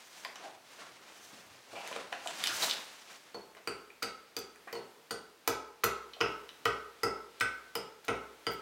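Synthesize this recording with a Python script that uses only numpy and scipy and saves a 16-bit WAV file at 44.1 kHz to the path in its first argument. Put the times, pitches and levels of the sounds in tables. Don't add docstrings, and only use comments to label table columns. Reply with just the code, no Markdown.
import sys
import numpy as np
from scipy import signal
from scipy.fft import rfft, irfft
from scipy.io import wavfile
from scipy.ndimage import uniform_filter1d

SR = 44100
rng = np.random.default_rng(int(sys.argv[2]) if len(sys.argv) > 2 else 0)


def rack_gain(trim_db):
    fader = np.asarray(trim_db, float)
    return 10 ** (fader / 20)


def wav_record(signal):
    frames = np.transpose(np.atleast_2d(signal))
    bounded = np.clip(frames, -1, 1)
    quanta = np.round(bounded * 32767).astype(np.int16)
    wavfile.write(sys.argv[1], SR, quanta)


N = 379701

# [t/s, bite level/dB, bowl cavity level/dB, bowl wall level/dB, pitch of the struck spot f/Hz]
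BLOWS = [(3.3451, -43, -35.5, -54, 1190), (3.674, -26.5, -34.5, -42, 1255), (4.023, -34, -47, -42, 1300),
         (4.029, -30, -35.5, -41.5, 1980), (4.366, -30.5, -37.5, -45, 1286),
         (4.7283, -34.5, -35.5, -51, 1390), (4.7523, -39, -37, -52.5, 1150), (5.108, -32, -34, -45.5, 1390),
         (5.476, -22, -28, -35, 1273), (5.8366, -23.5, -26, -29.5, 1340), (6.2052, -30, -30.5, -42, 1280),
         (6.2111, -18, -27.5, -28.5, 1240), (6.6556, -20, -27, -28.5, 1252), (7.0327, -28, -27, -31, 1346),
         (7.4084, -21, -32.5, -28, 1500), (7.7545, -25.5, -33, -45, 1280), (8.0817, -26, -46, -49, 1400),
         (8.086, -27, -25, -31, 1390), (8.4674, -23, -29, -36, 1360)]


def unit(x):
    return x / np.sqrt(np.mean(x ** 2))


def peak_one(x):
    return x / abs(x).max()


def band(x, lo_hz, hi_hz):
    limits = [lo_hz, min(hi_hz, 0.49 * SR)]
    return signal.sosfilt(signal.butter(2, limits, "band", fs=SR, output="sos"), x)


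def colour(x, points):
    hz, db = np.transpose(points)
    f = np.arange(len(x) // 2 + 1) * SR / len(x) + 1
    return irfft(rfft(x) * rack_gain(np.interp(np.log(f), np.log(hz), db)), len(x))


def add(track, s, sound):
    i = int(s * SR)
    track[i:i + len(sound)] += sound[:N - i]


def burst(ms, rise_ms=0.21, shape=((20, 0), (20000, 0))):
    t_ms = np.arange(9600) * 1000 / SR
    noise = colour(rng.standard_normal(len(t_ms)), shape)
    return noise * (1 - np.exp(-t_ms / rise_ms)) * np.exp(-t_ms / max(ms, 0.2))


def walk(rate):
    k = int(SR / rate)
    steps = np.repeat(rng.standard_normal(N // k + 1), k)
    return unit(uniform_filter1d(steps, k)[:N])


def swells(s, db, swell_ms, fade_ms):
    coarse = np.arange(0, N, 64)
    late_ms = (coarse / SR - np.array(s)[:, None]) * 1000
    before_peak = -late_ms / np.reshape(swell_ms, (-1, 1))
    after_peak = late_ms / np.reshape(fade_ms, (-1, 1))
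    fall_db = 10 * np.maximum(before_peak, after_peak)
    gain = np.sqrt((rack_gain(np.array(db)[:, None] - fall_db) ** 2).sum(axis=0))
    return np.interp(np.arange(N), coarse, gain)


def air():
    # [f/Hz, level/dB]
    air_tone = [(15, -57), (25, -26), (358, -4.5), (1280, -10), (1730, -10), (4130, -15), (15200, -23.5),
                (16500, -25)]
    hiss = unit(colour(rng.standard_normal(N), air_tone))
    return hiss * rack_gain(-62.5 + 1.3 * walk(2.832))


def rustle():
    # [peak t/s, scrape level/dB, cloth against wood level/dB, swell/ms, fade/ms]
    strokes = [(0.0, -58, 8, 100, 140), (.18, -54.5, 7.5, 190, 150), (.29, -57.5, -6, 160, 91),
               (.45, -51, -6.5, 90, 83), (.72, -54.5, 2.5, 75, 170), (.81, -53.5, -5, 47, 185),
               (1.08, -56.5, -2.5, 90, 330), (1.24, -61.5, 12, 180, 320), (1.36, -55.5, -1, 110, 88),
               (1.44, -61, -7.5, 85, 210), (1.55, -60, 2, 89, 130), (1.79, -50, 0.5, 107, 120),
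               (1.87, -49, 0, 46, 170), (1.98, -49.5, -9.5, 100, 96), (2.15, -54, -10, 89, 82),
               (2.31, -48.5, -1, 80, 41), (2.46, -40.5, 4.5, 150, 340), (2.57, -45, 13.5, 65, 70),
               (2.639, -34, 10, 52, 62), (2.74, -45, -0.5, 130, 78), (3.109, -51, 2.5, 31, 88),
               (3.29, -61.5, -4, 80, 60)]
    # [peak t/s, level/dB, swell/ms, fade/ms]
    body_shifts = [
        (.3, -83, 330, 50),
        (.5, -80, 60, 340),
        (.93, -75, 100, 71),
        (1.35, -80, 250, 43),
        (1.52, -69, 72, 74),
        (1.75, -70.5, 46, 53),
        (2.0, -75.5, 150, 280),
        (2.5, -64.5, 30, 150),
        (3.23, -87, 120, 50),
    ]
    s, scrape_db, cloth_db, *shape_ms = np.transpose(strokes)
    rub_db = scrape_db - 5.5 - 0.65 * cloth_db
    nylon_db = scrape_db - 12 + 1.04 * cloth_db
    gains = [swells(s, scrape_db, *shape_ms),
             swells(s, rub_db, *shape_ms),
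             swells(s, nylon_db, *shape_ms),
             swells(*np.transpose(body_shifts))]
    # [f/Hz, level/dB]
    tones = [[(600, -4), (1100, -0.5), (2500, -0.5), (4500, -3.5), (7000, -9.5), (10000, -15.5)],
             [(150, -14.0), (300, -9), (700, -7.5), (1100, -11.5), (1600, -11.5)],
             [(3500, -9), (6000, 1), (10000, -8.5), (15500, -11.0)],
             [(40, -20), (60, -1.5), (120, 8), (200, -17)]]
    grit_db = 2.5 * np.minimum(rng.exponential(size=N), 5)
    grains = rng.standard_normal((4, N)) * rack_gain(grit_db)
    out = np.zeros(N)
    for grain, tone, gain in zip(grains, tones, gains):
        flutter = rack_gain(1.3 * walk(70))
        out += unit(colour(grain, [(60, -113)] + tone + [(21000, -76)])) * gain * flutter
    return out


def sleeve():
    tone = [(20, -76), (500, 1.5), (1500, 5), (4000, 2.5), (9000, -13.5), (15500, -47), (21000, -60)]
    hiss = unit(colour(rng.standard_normal(N), tone))
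    s, _, _, wall_db, _ = np.transpose(BLOWS)
    swing = swells(s - 0.01, -54 + 0.4 * wall_db, 50, 750)
    rest = rack_gain(-80)
    return hiss * (rest + swing) * rack_gain(1.4 * walk(12))


def taps():
    # [t/s, peak level/dB, colour f/Hz, length/ms]
    knocks = [(0.424, -45, 596, 2.8), (1.33, -51.5, 251, 4), (2.628, -30, 900, 8.3),
              (1.728, -40.5, 570, 14), (1.914, -34, 700, 2.9), (1.9615, -28.5, 783, 2.2),
              (2.123, -32, 660, 7.6), (2.258, -30, 710, 6.5), (2.3, -39, 730, 1.36), (4.672, -40, 564, 4.9),
              (6.166, -44, 560, 3)]
    # [t/s, peak level/dB, colour f/Hz, sharp edge relative level/dB]
    ticks = [(0.2488, -25.5, 2390, -9.5), (0.357, -37, 4640, -18), (1.8754, -33.5, 1990, 2.5),
             (1.9628, -32, 2800, -13), (1.9275, -32, 2050, -12), (2.1268, -24.5, 2050, -42),
             (2.2735, -29.5, 3180, 6.5), (2.439, -21, 3630, -1), (2.4602, -19, 2650, -20),
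             (2.4722, -16.5, 4300, -7.5), (2.628, -24, 3500, -18), (2.645, -26, 4500, -28),
             (2.6981, -19.5, 3400, -20), (2.7107, -17.5, 4060, -33), (3.5496, -43.5, 1890, -4),
             (4.559, -45.5, 1670, -3), (6.491, -33.5, 3080, -16)]
    # [t/s, peak level/dB, colour f/Hz, length/ms, relative width 0-1]
    scratches = [(.248, -34.5, 4700, 1.6, 0.06), (.25, -37.5, 830, 4.5, 0.24),
                 (0.357, -38, 2200, 6.9, 0.76), (.435, -43.5, 750, 39, 0.17), (.815, -43.5, 1330, 27, 0.27),
                 (1.2, -60, 6260, 76, .03), (1.735, -41.5, 740, 120, 0.25), (1.75, -42.5, 2580, 89, 0.12),
                 (1.78, -55, 4670, 44, 0), (2.49, -33, 1440, 28, 0.15), (2.62, -26.5, 4040, 17, 0.12),
                 (3.566, -41.5, 1240, 12, 0.91), (4.674, -39.5, 1500, 14, 0.3),
                 (3.9018, -43.5, 2300, 2.5, 0.15), (4.68, -41, 2030, 14, 0.15),
                 (6.134, -37.5, 3220, 4.3, 0.23), (8.043, -44, 3500, 11, 0.7)]
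    knock_width, knock_edge_db = 0.41, -12.5
    tick_ms, tick_width = 0.76, 0.32
    scratch_edge_db = -43
    hits = [(*row, knock_width, knock_edge_db) for row in knocks]
    hits += [(s, db, hz, tick_ms, tick_width, edge_db) for s, db, hz, edge_db in ticks]
    hits += [(*row, scratch_edge_db) for row in scratches]
    out = np.zeros(N)
    for s, db, hz, ms, width, edge_db in hits:
        hit = burst(ms, rise_ms=0.079 + 0.076 * ms)
        width = np.clip(width, 0.03, 0.8)
        wood = peak_one(band(hit, hz * (1 - width), hz * (1 + width)))
        edge = peak_one(band(hit, 2000, 10200))
        add(out, s, rack_gain(db) * (wood + rack_gain(edge_db) * edge))
    return out


def room(x):
    # [f/Hz, fade time/s]
    fade_times = [(100, 0.46), (350, 0.48), (1000, 0.53), (2500, 0.38), (6400, 0.35), (14000, 0.075)]
    wet_db, first_ms = -0.5, 0.44
    next_room_db, next_room_stretch = -26, 3.05
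    hz, t60 = np.transpose(fade_times)
    t = np.arange(SR) / SR
    tail = np.zeros(len(t))
    for mid in 60 * 2 ** np.arange(0, 8.6, 0.5):
        noise = unit(band(rng.standard_normal(len(t)), mid / 2 ** 0.25, mid * 2 ** 0.25))
        fade_db = -60 * t / np.interp(np.log(mid), np.log(hz), t60)
        fade = rack_gain(fade_db) + rack_gain(next_room_db + fade_db / next_room_stretch)
        tail += np.sqrt(mid) * noise * fade
    tail *= 1 - np.exp(-(1000 * t / first_ms) ** 2)
    tail /= np.sqrt(np.sum(tail ** 2))
    return rack_gain(wet_db) * signal.fftconvolve(x, tail)[:N]


def thump():
    # [f/Hz, 60 dB fade time/s, build-up/s, signed share]
    floor_modes = [(62.6, 0.61, 0.034, 0.68), (55.3, 0.26, 0.028, -0.56), (103, 0.27, 0.008, 1),
                   (120.1, 0.25, 0.028, -1.98)]
    pair_db = (-8.5, -7.5)
    out, t = np.zeros(N), np.arange(SR) / SR
    for s, _, cavity_db, wall_db, _ in BLOWS:
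        weight_db = 0.63 * wall_db + 0.65 * cavity_db
        for (hz, t60, rise, share), rel_db in zip(floor_modes, np.repeat(pair_db, 2)):
            swell = (1 - np.exp(-(t / rise) ** 2)) * rack_gain(weight_db + rel_db - 60 * t / t60)
            add(out, s - 0.003, share * swell * np.sin(2 * np.pi * hz * t))
    return out


def hatchet():
    # [f/Hz, level/dB]
    bite_tone = [(100, -50), (300, -38), (700, 4), (2100, -2.5), (2900, 3), (3800, -9), (6000, -8.5),
                 (12000, -39)]
    # [t/s, first mode f/Hz, first mode level/dB, upper modes level/dB]
    head_rings = [(3.344, 4390, -36.5, -64), (3.6741, 4640, -25.5, -42), (4.025, 4980, -26, -54),
                  (4.027, 4634, -25.5, -49), (4.366, 4730, -24, -48), (4.7292, 4560, -36, -59),
                  (4.753, 4350, -40.5, -54), (5.108, 4610, -27.5, -39), (5.4755, 4870, -20.5, -44),
                  (5.836, 4530, -27.5, -46), (6.2099, 5250, -16.5, -48), (6.657, 5300, -23, -50),
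                  (7.033, 5080, -16.5, -41), (7.4097, 5340, -20.5, -40), (7.7547, 4970, -23, -43),
                  (8.085, 5000, -49, -45), (8.467, 4780, -20.5, -44)]
    # [f/Hz, level/dB, 60 dB fade time/s]
    upper_modes = [(8900, 2, .04), (6700, -10, .03), (12300, -10, .03)]
    bite_ms = 1.22
    free_hz, free_t60, grip_hz, split = 4350, 0.047, 650, 0.32
    out, t = np.zeros(N), np.arange(SR // 4) / SR
    for s, bite_db, *_ in BLOWS:
        crunch = peak_one(burst(bite_ms, shape=bite_tone))
        add(out, s, crunch * rack_gain(bite_db + 2.0))
    for s, hz, head_db, upper_db in head_rings:
        raised_hz = hz - free_hz
        t60 = free_t60 * np.exp(-raised_hz / grip_hz)
        pair = np.sin(2 * np.pi * hz * t) * np.cos(np.pi * split * raised_hz * t)
        ring = pair * rack_gain(head_db - 60 * t / t60)
        for upper_hz, rel_db, upper_t60 in upper_modes:
            ring += rack_gain(upper_db + rel_db - 60 * t / upper_t60) * np.sin(2 * np.pi * upper_hz * t)
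        add(out, s, ring * (1 - np.exp(-t / 0.00092)))
    return out


def bowl():
    # [f/Hz, level/dB, 60 dB fade time/s]
    body_modes = [(159.6, -16.5, 0.15), (211, -14, 0.12), (281, -11.5, 0.13), (345, -4, 0.099),
                  (406.6, 2.5, 0.11), (463.7, 1, 0.084), (507, -9.5, 0.058), (518, -9, 0.13),
                  (656, -28.5, 0.21), (700, -25.5, 0.14), (774, -9.5, 0.085), (858, -4.5, 0.072),
                  (923, -3, 0.065), (1055, -4, 0.047)]
    # [f/Hz, level/dB, 60 dB fade time/s]
    wall_modes = [(1150, -21, 0.7), (1306, -16.5, 0.27), (1266.4, 4, 0.1), (1325, 6.5, 0.076),
                  (1455, 3, 0.041), (1500, -3.5, 0.2), (1563, -0.5, 0.058), (1943, 6.5, 0.033),
                  (2054, -10.5, 0.072), (2200, 1.5, 0.049), (2660, 5, 0.022)]
    spot_spread_db, pitch_spread = 2.0, 0.0074
    focus_peak_db, focus_octaves = 6.5, 0.087
    crush_db, crush_ms, crush_rise_ms = -4, 29, 15
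    out, t = np.zeros(N), np.arange(SR // 4) / SR
    hz, db, t60 = np.transpose(body_modes + wall_modes)[:, :, None]
    hollow = (hz > 140) & (hz < 1100)
    onset = 1 - np.exp(-t * hz / 0.72)
    chance = rng.standard_normal((len(BLOWS), 3, len(hz), 1))
    for (s, _, cavity_db, wall_db, spot_hz), (spot, grip, phase) in zip(BLOWS, chance):
        focus_db = focus_peak_db * np.exp(-(np.log2(hz / spot_hz) / focus_octaves) ** 2)
        blow_db = np.where(hollow, cavity_db, wall_db + focus_db)
        size = rack_gain(db + blow_db + spot_spread_db * spot - 60 * t / t60)
        modes = size * np.sin(2 * np.pi * (hz * (1 + pitch_spread * grip) * t + phase))
        add(out, s, (modes * onset).sum(axis=0))
        crush = band(burst(crush_ms, rise_ms=crush_rise_ms), 199, 900)
        add(out, s, rack_gain(cavity_db + crush_db) * peak_one(crush))
    return band(out, 80, 17000) * rack_gain(-6)


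def splits():
    # [t/s, peak level/dB, top octave
    # relative level/dB]
    tears = [(3.348, -38, -16), (3.674, -24, -14), (4.0234, -38, -3), (4.0269, -16.5, -15),
             (4.366, -20, -11), (4.389, -33, -2), (4.7269, -29.5, -7), (5.1099, -22, -12),
             (5.4761, -12, -6.5), (5.84, -11.5, -4.5), (6.2113, -35, -5), (6.6535, -18, -13),
             (7.0334, -20.5, -8.5), (7.4, -22.5, -25), (7.4094, -18.5, -14), (7.7522, -23.5, -3),
             (8.0484, -40, -3), (8.0825, -27.5, -14), (8.4666, -25.5, -16), (8.51, -44, 2),
             (8.519, -38, -3), (8.534, -39, 0)]
    out = np.zeros(N)
    for s, db, top_db in tears:
        tear = burst(1.5, rise_ms=0.53)
        body = peak_one(band(tear, 2600, 8300))
        top = peak_one(band(band(tear, 11300, 16600), 11000, 17000))
        add(out, s, rack_gain(db - 9.0) * body + rack_gain(db + top_db - 1.5) * top)
    return out


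def scene():
    handling = taps()
    blows = hatchet() + bowl() + splits()
    wet = room(blows + rack_gain(-1.5) * handling)
    mono = air() + rustle() + sleeve() + handling + wet + thump() + blows
    return np.array([mono, mono])


def band_limit(x):
    return signal.sosfilt(signal.butter(12, 16970, fs=SR, output="sos"), x)


def record(dry):
    no_rumble = signal.sosfilt(signal.butter(2, 45, "high", fs=SR, output="sos"), dry)
    mix = signal.sosfilt(signal.ellip(8, 0.2, 70, 16300, fs=SR, output="sos"), no_rumble)
    return band_limit(mix)


dry = scene()
out = record(dry)
wav_record(out)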